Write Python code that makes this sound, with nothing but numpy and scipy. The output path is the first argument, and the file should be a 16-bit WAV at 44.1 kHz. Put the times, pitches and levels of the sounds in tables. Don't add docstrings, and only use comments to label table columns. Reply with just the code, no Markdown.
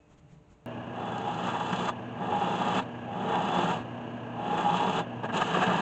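import sys
import numpy as np
from scipy import signal
from scipy.fft import rfft, irfft
from scipy.io import wavfile
from scipy.ndimage import uniform_filter1d

SR = 44100
rng = np.random.default_rng(int(sys.argv[2]) if len(sys.argv) > 2 else 0)


def wav_out(sig):
    wavfile.write(sys.argv[1], SR, np.round(np.clip(np.atleast_2d(sig).T, -1, 1) * 32767).astype(np.int16))


N = 256220
TIME = np.arange(N) / SR
LATHE_FROM_S = 0.6603
SPINDLE_HZ = 15.6

# (centre [Hz], width [Hz], lift [dB])
TOOL_MODES = [(836, 100, 5), (876.4, 40, 5.3), (953, 44, 10.9)]
# (centre [Hz], width [Hz], lift [dB])
JUDDER_MODES = [(1205, 60, 3.7), (1378, 41, 4.8), (1616, 160, 9.1), (1797, 52, 4.9)]


def amp(db):
    return np.exp(np.asarray(db) * np.log(10) / 20)


def unit(x):
    return x / np.sqrt(np.mean(x ** 2) + 1e-20)


def sine(turns):
    return unit(np.sin(2 * np.pi * turns))


def wander(hz):
    coarse_time = np.linspace(0, TIME[-1], 4096)
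    f = np.fft.rfftfreq(len(coarse_time), coarse_time[1])
    spectrum = rfft(rng.standard_normal(len(coarse_time)))
    slow = irfft(spectrum * np.exp(-(f / hz) ** 2))
    return np.interp(TIME, coarse_time, unit(slow))


def bump(s, length):
    swell = np.zeros(N)
    near = slice(*np.searchsorted(TIME, [s - 2 * length, s + 2 * length]))
    swell[near] = np.exp(-2 * ((TIME[near] - s) / length) ** 2)
    return swell


def swells(rows):
    return sum(amp(db) * bump(s, length) for s, length, db in rows)


def swells_db(rows):
    return sum(db * bump(s, length) for s, length, db in rows)


def body(x, spectrum, modes=(), size=8192):
    hz = abs(np.fft.fftfreq(size, 1 / SR))
    f, db = np.transpose(spectrum)
    db = np.interp(np.log(hz + 1), np.log(f), db)
    for centre, width, lift in modes:
        db = db + lift / (1 + (2 * (hz - centre) / width) ** 2)
    response = np.exp(np.conj(signal.hilbert(np.log(amp(db)))))
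    ring = np.fft.ifft(response).real[:size // 2]
    return signal.oaconvolve(x, ring / np.linalg.norm(ring))[:N]


def snaps(per_s, spread_db):
    sizes = amp(spread_db * rng.standard_exponential(N))
    signs = np.sign(rng.random(N) - .5)
    breaks = rng.random(N) < per_s / SR
    return unit(sizes * signs * breaks)


def drone(hz, width_hz, db, waver_db=2.5):
    drift = np.sqrt(2 * np.pi * width_hz / SR) * np.cumsum(rng.standard_normal(N))
    drift = uniform_filter1d(drift, size=600)
    turns = np.cumsum(hz * np.ones(N)) / SR
    return amp(db + waver_db * wander(25)) * sine(turns + drift / (2 * np.pi))


def gouge(tool_db=-3.0, scrape_db=-10.5, steel_db=-17.0, hiss_db=0.5, grain_db=1.5, uneven_db=1.1,
          bite=0.62, usual_tear_db=-21, regrip_scrape_db=2, regrip_steel_db=-9, bark_db=-5,
          catch_damping=0.87, steel_share=0.43):
    # (time [s], length [s], extra force [dB], then re force: judder [dB], tearing [dB])
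    catches = [(1.48, 0.058, 4, 2, 0), (1.561, 0.02, 3.5, 4.5, 0), (1.606, 0.013, 1.5, 3, 0),
               (1.732, 0.011, 4.5, 6, 1), (1.803, 0.15, 3.5, -1.5, -0.5), (1.891, 0.016, 4, 7.5, 1),
               (2.63, 0.028, -1.5, 3.5, 1), (2.775, 0.035, 3.5, 0.5, 0), (3.333, 0.064, 2.5, 1.5, -1.5),
               (3.583, 0.069, 2.5, -1, -1.5), (4.58, 0.016, 2, 1.5, 1.5), (4.764, .025, 0.5, 0.5, 4),
               (4.87, 0.051, 2, -3, -3.5), (5.009, 0.011, 5, 3.5, -3), (5.37, 0.018, 1.5, -0.5, 8),
               (5.42, 0.014, 4.5, 6, 2), (5.551, 0.014, 7, 2, -1), (5.63, 0.018, 5, 5, 0),
               (5.698, 0.046, 3.5, 0, -4.5)]
    # (time [s], length [s], change of force [dB])
    easings = [(1.695, 0.023, 0.5), (1.866, 0.0065, -2), (2.4, 0.013, -6.5), (2.574, 0.11, -2.5),
               (3.27, .016, 2), (3.42, 0.027, -1.5), (4.631, 0.0096, -1), (4.738, 0.0049, -4),
               (4.921, 0.042, -4), (5.472, 0.074, -4), (5.664, 0.0095, -0.5)]
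    # (time [s], length [s], extra level of its lowest mode [dB])
    booms = [(1.083, 0.04, 12), (1.463, .03, 8), (1.733, 0.023, 10), (1.818, 0.028, 10), (2.21, 0.029, 13),
             (2.33, .03, 6), (3.156, 0.05, 15), (3.37, 0.035, 6), (4.485, 0.022, 1), (4.87, 0.038, 3),
             (5.55, .025, 5), (5.768, 0.028, 9.5)]
    # (frequency [Hz], line width [Hz], level re force [dB])
    blank_drone = (180.5, 16.7, -9.5)
    # (centre [Hz], width [Hz], lift [dB])
    blank_spectrum = [(30, -25), (85, -26), (125, -24), (165, 2), (300, -11), (520, -6.5), (700, -4),
                      (900, -6.5), (1200, -24), (2200, -53)]
    blank_modes = [(186, 52, 4.5), (264.3, 8.1, 7.7), (364, 65, 9.5), (447.3, 40, 9.2), (651, 23, 4),
                   (741, 32, 10.1)]
    # (frequency [Hz], level [dB])
    tool_spectrum = [(300, -58.5), (650, -30), (800, -2.5), (950, -4.5), (1100, -20.5), (1500, -29),
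                     (3000, -74)]
    # (frequency [Hz], level [dB])
    judder_spectrum = [(300, -25.5), (800, -7.5), (1080, 3), (1300, 0.5), (1500, -9.5), (1800, -9.5),
                       (2000, -15), (2400, -20.5), (5000, -61)]
    # (frequency [Hz], level [dB])
    bark_spectrum = [(1200, -25), (1560, -2), (1690, 6.5), (1830, -9), (1980, -13), (2600, -43)]
    # (centre [Hz], width [Hz], lift [dB])
    scrape_spectrum = [(1200, -19.5), (2150, -8), (2600, 5.5), (2950, 7.5), (3150, 3.5), (3500, -6.5),
                       (3950, -8), (4200, -21.5), (5300, -34.5), (9000, -66.5)]
    scrape_modes = [(2700, 50, 3), (3070, 95, 0.9), (3860, 170, 5.2)]
    # (centre [Hz], width [Hz], lift [dB])
    steel_spectrum = [(2000, -44.5), (3100, -10), (3300, 3), (3480, 1.5), (3600, -22), (3740, -10),
                      (4200, -25.5), (7000, -42)]
    steel_modes = [(3357, 43, 11), (3456, 58, 8.4), (3690, 95, 8.9), (3660, 90, 2.8)]
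    # (centre [Hz], width [Hz], lift [dB])
    hiss_spectrum = [(1500, -18.5), (3200, 3), (4000, 3.5), (4600, -3.5), (5400, -7), (6000, -1), (6800, 2),
                     (7600, 0), (8300, -13), (9000, -15)]
    hiss_modes = [(4240, 110, 5), (4930, 290, 5.5), (5430, 370, -3), (6260, 51, 3.5), (6600, 90, 3.5),
                  (6950, 120, 2.5)]

    push, song, song_hz, ring, judder, tear = pass_controls()
    dig, dig_judder, dig_tear = sum(np.outer(extra_db, bump(s, length))
                                    for s, length, *extra_db in catches)
    ease = swells_db(easings)
    force = amp(dig + ease + uneven_db * wander(68))
    push, song = push * force, song * force
    shake = chatter() - catch_damping * dig
    judder = judder + dig_judder
    tear = tear + dig_tear - ease
    half_turns = np.cumsum(2 * SPINDLE_HZ * (1 + 0.0028 * wander(1.1))) / SR
    end_grain = np.exp(3 * np.cos(2 * np.pi * half_turns))
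    grain = grain_db * unit(end_grain - end_grain.mean())
    swung = TIME > 5.15
    sharpness = bite * (tear - usual_tear_db) + grain / 2

    def cut(db, spectrum, modes):
        return body(push * amp(db) * snaps(per_s=8000, spread_db=1.9), spectrum, modes)

    blank = cut(0, blank_spectrum, blank_modes)
    blank += push * amp(swells_db(booms)) * drone(*blank_drone)
    tool = cut(tool_db + ring + shake, tool_spectrum, TOOL_MODES)
    tool += song * drone(song_hz, width_hz=10.27, db=shake)
    rasp = cut(judder - regrip_scrape_db * swung / 2, judder_spectrum, JUDDER_MODES)
    bark = swung * cut(bark_db + judder, bark_spectrum, [])
    scrape = cut(scrape_db + sharpness + regrip_scrape_db * swung, scrape_spectrum, scrape_modes)
    steel_level = steel_db + sharpness + steel_share * shake + regrip_steel_db * swung
    steel = cut(steel_level, steel_spectrum, steel_modes)
    hiss = cut(hiss_db + tear + grain, hiss_spectrum, hiss_modes)
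    return blank + tool + rasp + bark + scrape + steel + hiss


def pass_controls(song_peak=0.22, song_drop_db=2.5, song_power=0.47, song_flat_hz=12,
                  shallow_tear_db=18, shallow_judder_db=7, shallow_ring_db=7.5):
    # (start [s], end [s], settling time [s],
    # deepening time [s], withdrawal [s], cutting force [dB], then re force: tool ring [dB],
    # edge judder [dB], fibre tearing [dB], tool song [dB]; pitch the song settles towards [Hz])
    passes = [(0.91, 1.912, 0.051, 0.557, 0.017, -39.5, 4, 0.5, -13, -4.5, 824),
              (2.15, 2.812, 0.087, 0.392, 0.015, -32.5, 1.5, -1.5, -17, -5, 829.5),
              (3.06, 3.812, 0.16, 0.332, 0.1, -32, 1.5, -2.5, -18.5, -7, 827),
              (4.338, 5.032, 0.12, 0.278, 0.042, -31, -2, -3, -19, -6, 829),
              (5.231, 5.269, 0.0034, 0.0064, 0.011, -36, -3, -3.5, -27, -5, 882),
              (5.284, 5.321, .003, 0.012, 0.018, -36.5, -13, 1, -30, -12, 880),
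              (5.318, 5.875, 0.01, 0.0029, 0.06, -32, 0, -3.5, -21, -11, 885)]
    push, song, song_hz, ring, judder, tear = np.zeros((6, N))
    for (start, end, settle, deepen, withdraw, force_db,
         ring_db, judder_db, tear_db, song_db, hz) in passes:
        on = (TIME > start) & (TIME < end)
        t, length = TIME[on] - start, end - start
        depth = 1 - np.exp(-t / settle)
        held = np.minimum((length - t) / withdraw, 1)
        push[on] = amp(force_db) * depth * held
        shallow = np.exp(-t / deepen)
        song_drop = song_drop_db * (2 * (t / length - song_peak)) ** 2
        song[on] = amp(force_db + song_db - song_drop) * depth ** song_power * held
        song_hz[on] = hz - song_flat_hz * shallow
        ring[on] = ring_db - shallow_ring_db * shallow
        judder[on] = judder_db - shallow_judder_db * shallow
        tear[on] = tear_db - shallow_tear_db * shallow
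    return push, song, song_hz, ring, judder, tear


def chatter(rise_s=0.0043):
    # (time [s], decay [s], extra ring [dB])
    bouts = [(0.97, .2, 1.5), (1.235, .03, 6), (1.271, 0.016, 10), (1.53, 0.069, 9), (1.88, .03, 6),
             (2.321, 0.025, 9), (2.363, .02, 7.5), (2.415, 0.026, 8), (2.465, .02, 8.5), (2.515, 0.026, 11),
             (2.608, .03, 7), (3.306, 0.02, 10), (3.345, 0.028, 10.5), (3.49, .04, 8), (4.385, .05, 4.5),
             (4.5, 0.051, 4), (4.645, 0.076, 11.5), (4.739, .016, 15), (4.79, .03, 9.5), (4.85, 0.034, 0.5),
             (4.895, 0.016, 11), (5.58, .02, 2), (5.73, .1, 5)]
    extra = np.zeros(N)
    for s, decay, db in bouts:
        t = np.maximum(TIME - s, 0)
        extra += db * np.minimum(t / rise_s, 1) * np.exp(-t / decay)
    return extra


def knocks(decay_s=0.0044):
    # (time [s], level [dB])
    strikes = [(1.281, -34), (1.483, -31), (1.809, -30), (1.895, -29), (2.414, -28), (2.471, -28),
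               (2.757, -24), (2.796, -25), (3.49, -28), (3.587, -20.5), (4.741, -24), (4.831, -29),
               (5.234, -29), (5.29, -31.5), (5.57, -19.5), (5.679, -21)]
    # (frequency [Hz], level [dB])
    strike_spectrum = [(60, -23.5), (170, -2), (500, 1), (900, -6.5), (1250, -4), (1600, -20.5),
                       (2200, -19), (2900, -16.5), (4500, -32), (8000, -46.5)]
    blows = np.zeros(N)
    for s, db in strikes:
        blows += amp(db) * (TIME >= s) * np.exp(-np.maximum(TIME - s, 0) / decay_s)
    crunch = blows * snaps(per_s=8900, spread_db=0.5)
    return body(crunch, strike_spectrum, TOOL_MODES + JUDDER_MODES)


def shavings():
    # (time [s], length [s], level [dB])
    scrapes = [(1.917, .012, -49), (2.823, 0.024, -40), (3.803, 0.035, -42)]
    # (frequency [Hz], level [dB])
    shaving_spectrum = [(200, 0), (850, 3.5), (1400, -6), (2100, -15), (2900, -9), (4200, -21),
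                        (5400, -35.5), (7000, -28.5), (9000, -42)]
    return body(snaps(per_s=4800, spread_db=1.0) * swells(scrapes), shaving_spectrum)


def walls(x, wet_db=-9, t60=0.05, above_hz=2500):
    t = TIME[:SR // 2]
    echoes = rng.standard_normal(len(t)) * (rng.random(len(t)) < 2000 / SR)
    tail = echoes * (t > .004) * amp(-60 * t / t60)
    high_pass = signal.butter(2, above_hz, "high", fs=SR, output="sos")
    tail = signal.sosfilt(high_pass, tail / np.linalg.norm(tail))
    return x + amp(wet_db) * signal.oaconvolve(x, tail)[:N]


def lathe(drive_db=-40, throb_db=1.25, hum_waver_db=-0.7, hum_dip_db=2,
          swing_idle=0.16, swing_load=1.1, swing_hz=9):
    # (centre [Hz], width [Hz], lift [dB])
    drive_spectrum = [(25, -25.5), (70, -11.5), (110, -1), (300, 3.5), (420, -3.5), (750, 0.5),
                      (1000, -2.5), (1250, -9.5), (1400, -13), (2150, -20.5), (2850, -10.5), (3600, -28),
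                      (5200, -43), (6600, -35), (8500, -50.5)]
    drive_modes = [(95, 12, 6), (170, 41, 5.5), (326, 12, 4.7), (455, 38, 6.2), (586, 17, 5.4),
                   (654, 20, 7.9), (828, 38, 3.1), (1650, 160, 13)]
    # (frequency [Hz], rms level at idle before wavering [dB])
    hum_lines = [(119.8, -46.5), (239.4, -45)]
    throb = throb_db * np.sin(2 * np.pi * 2 * SPINDLE_HZ * TIME)
    rumble = body(rng.standard_normal(N) * amp(drive_db + throb), drive_spectrum, drive_modes)
    push = uniform_filter1d(pass_controls()[0], size=4000)
    load = push / push.max()
    swing = swing_idle + swing_load * load
    motor_time = TIME + .0003 * wander(3)
    hum = np.zeros(N)
    for hz, db in hum_lines:
        level = db - hum_dip_db * load + hum_waver_db * wander(7.9)
        turns = hz * motor_time + swing * wander(swing_hz) / (2 * np.pi)
        hum += amp(level) * sine(turns)
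    return rumble + hum


def quiet_shop(air_db=-60):
    # (centre [Hz], width [Hz], lift [dB])
    air_spectrum = [(20, -19), (60, 0), (160, -2.5), (250, -5.5), (500, -15), (1000, -14.5), (1500, -22.5),
                    (2700, -26), (4000, -33.5), (5200, -41), (6800, -32), (9000, -45)]
    air_modes = [(155, 27, 7.2), (446, 25, 10), (493, 16, 5), (700, 15, 7), (820, 36, 6.1),
                 (2700, 160, 4.7)]
    # (frequency [Hz], rms level [dB])
    steady_tones = [(60, -70), (298, -71), (596, -73.5)]
    # (time [s], length [s], level [dB])
    rustles = [(.122, 0.04, -60), (0.189, 0.019, -58), (0.326, 0.053, -60.5), (0.522, 0.04, -60.5)]
    # (frequency [Hz], level [dB])
    cloth_spectrum = [(100, 18), (800, 2.5), (1600, -2), (3200, -6), (5000, -15), (7200, -6), (9000, -27)]
    # (time [s], length [s], level [dB])
    nudges = [(0.295, 0.11, -57.5), (0.38, 0.051, -54), (0.48, 0.011, -54)]
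    # (frequency [Hz], level [dB])
    thud_spectrum = [(30, -10), (80, -13), (160, 25), (230, -19), (600, -48)]
    air = amp(air_db) * body(rng.standard_normal(N), air_spectrum, air_modes)
    tones = sum(amp(db) * sine(hz * TIME) for hz, db in steady_tones)
    cloth = body(snaps(per_s=5900, spread_db=0.5), cloth_spectrum) * swells(rustles)
    hand = body(rng.standard_normal(N), thud_spectrum) * swells(nudges)
    return air + tones + cloth + hand


def whistle():
    # (time [s], frequency [Hz], rms level [dB])
    course = [(0, 2560, -77), (.07, 2540, -80), (.14, 2630, -80), (.18, 2740, -90), (.23, 2790, -82),
              (.33, 2820, -86), (.37, 2900, -96)]
    s, hz, db = np.transpose(course)
    turns = np.cumsum(np.interp(TIME, s, hz) + 25 * wander(59)) / SR
    return amp(np.interp(TIME, s, db)) * sine(turns)


def scene():
    running = lathe() + walls(gouge() + knocks() + shavings())
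    still = quiet_shop() + whistle()
    return np.where(TIME >= LATHE_FROM_S, running, still)[None]


def record(dry, click_db=-33, edge_hz=8650, click_edge_hz=16000):
    def low_pass(x, hz):
        taps = signal.firwin(301, hz, window=("kaiser", 8), fs=SR)
        return signal.oaconvolve(x, taps[None], "same")

    ends = signal.windows.tukey(N, .001)
    click = amp(click_db) * (np.arange(N) == round(LATHE_FROM_S * SR))
    return low_pass(low_pass(dry * ends, edge_hz) + click, click_edge_hz)


dry = scene()
out = record(dry)
wav_out(out)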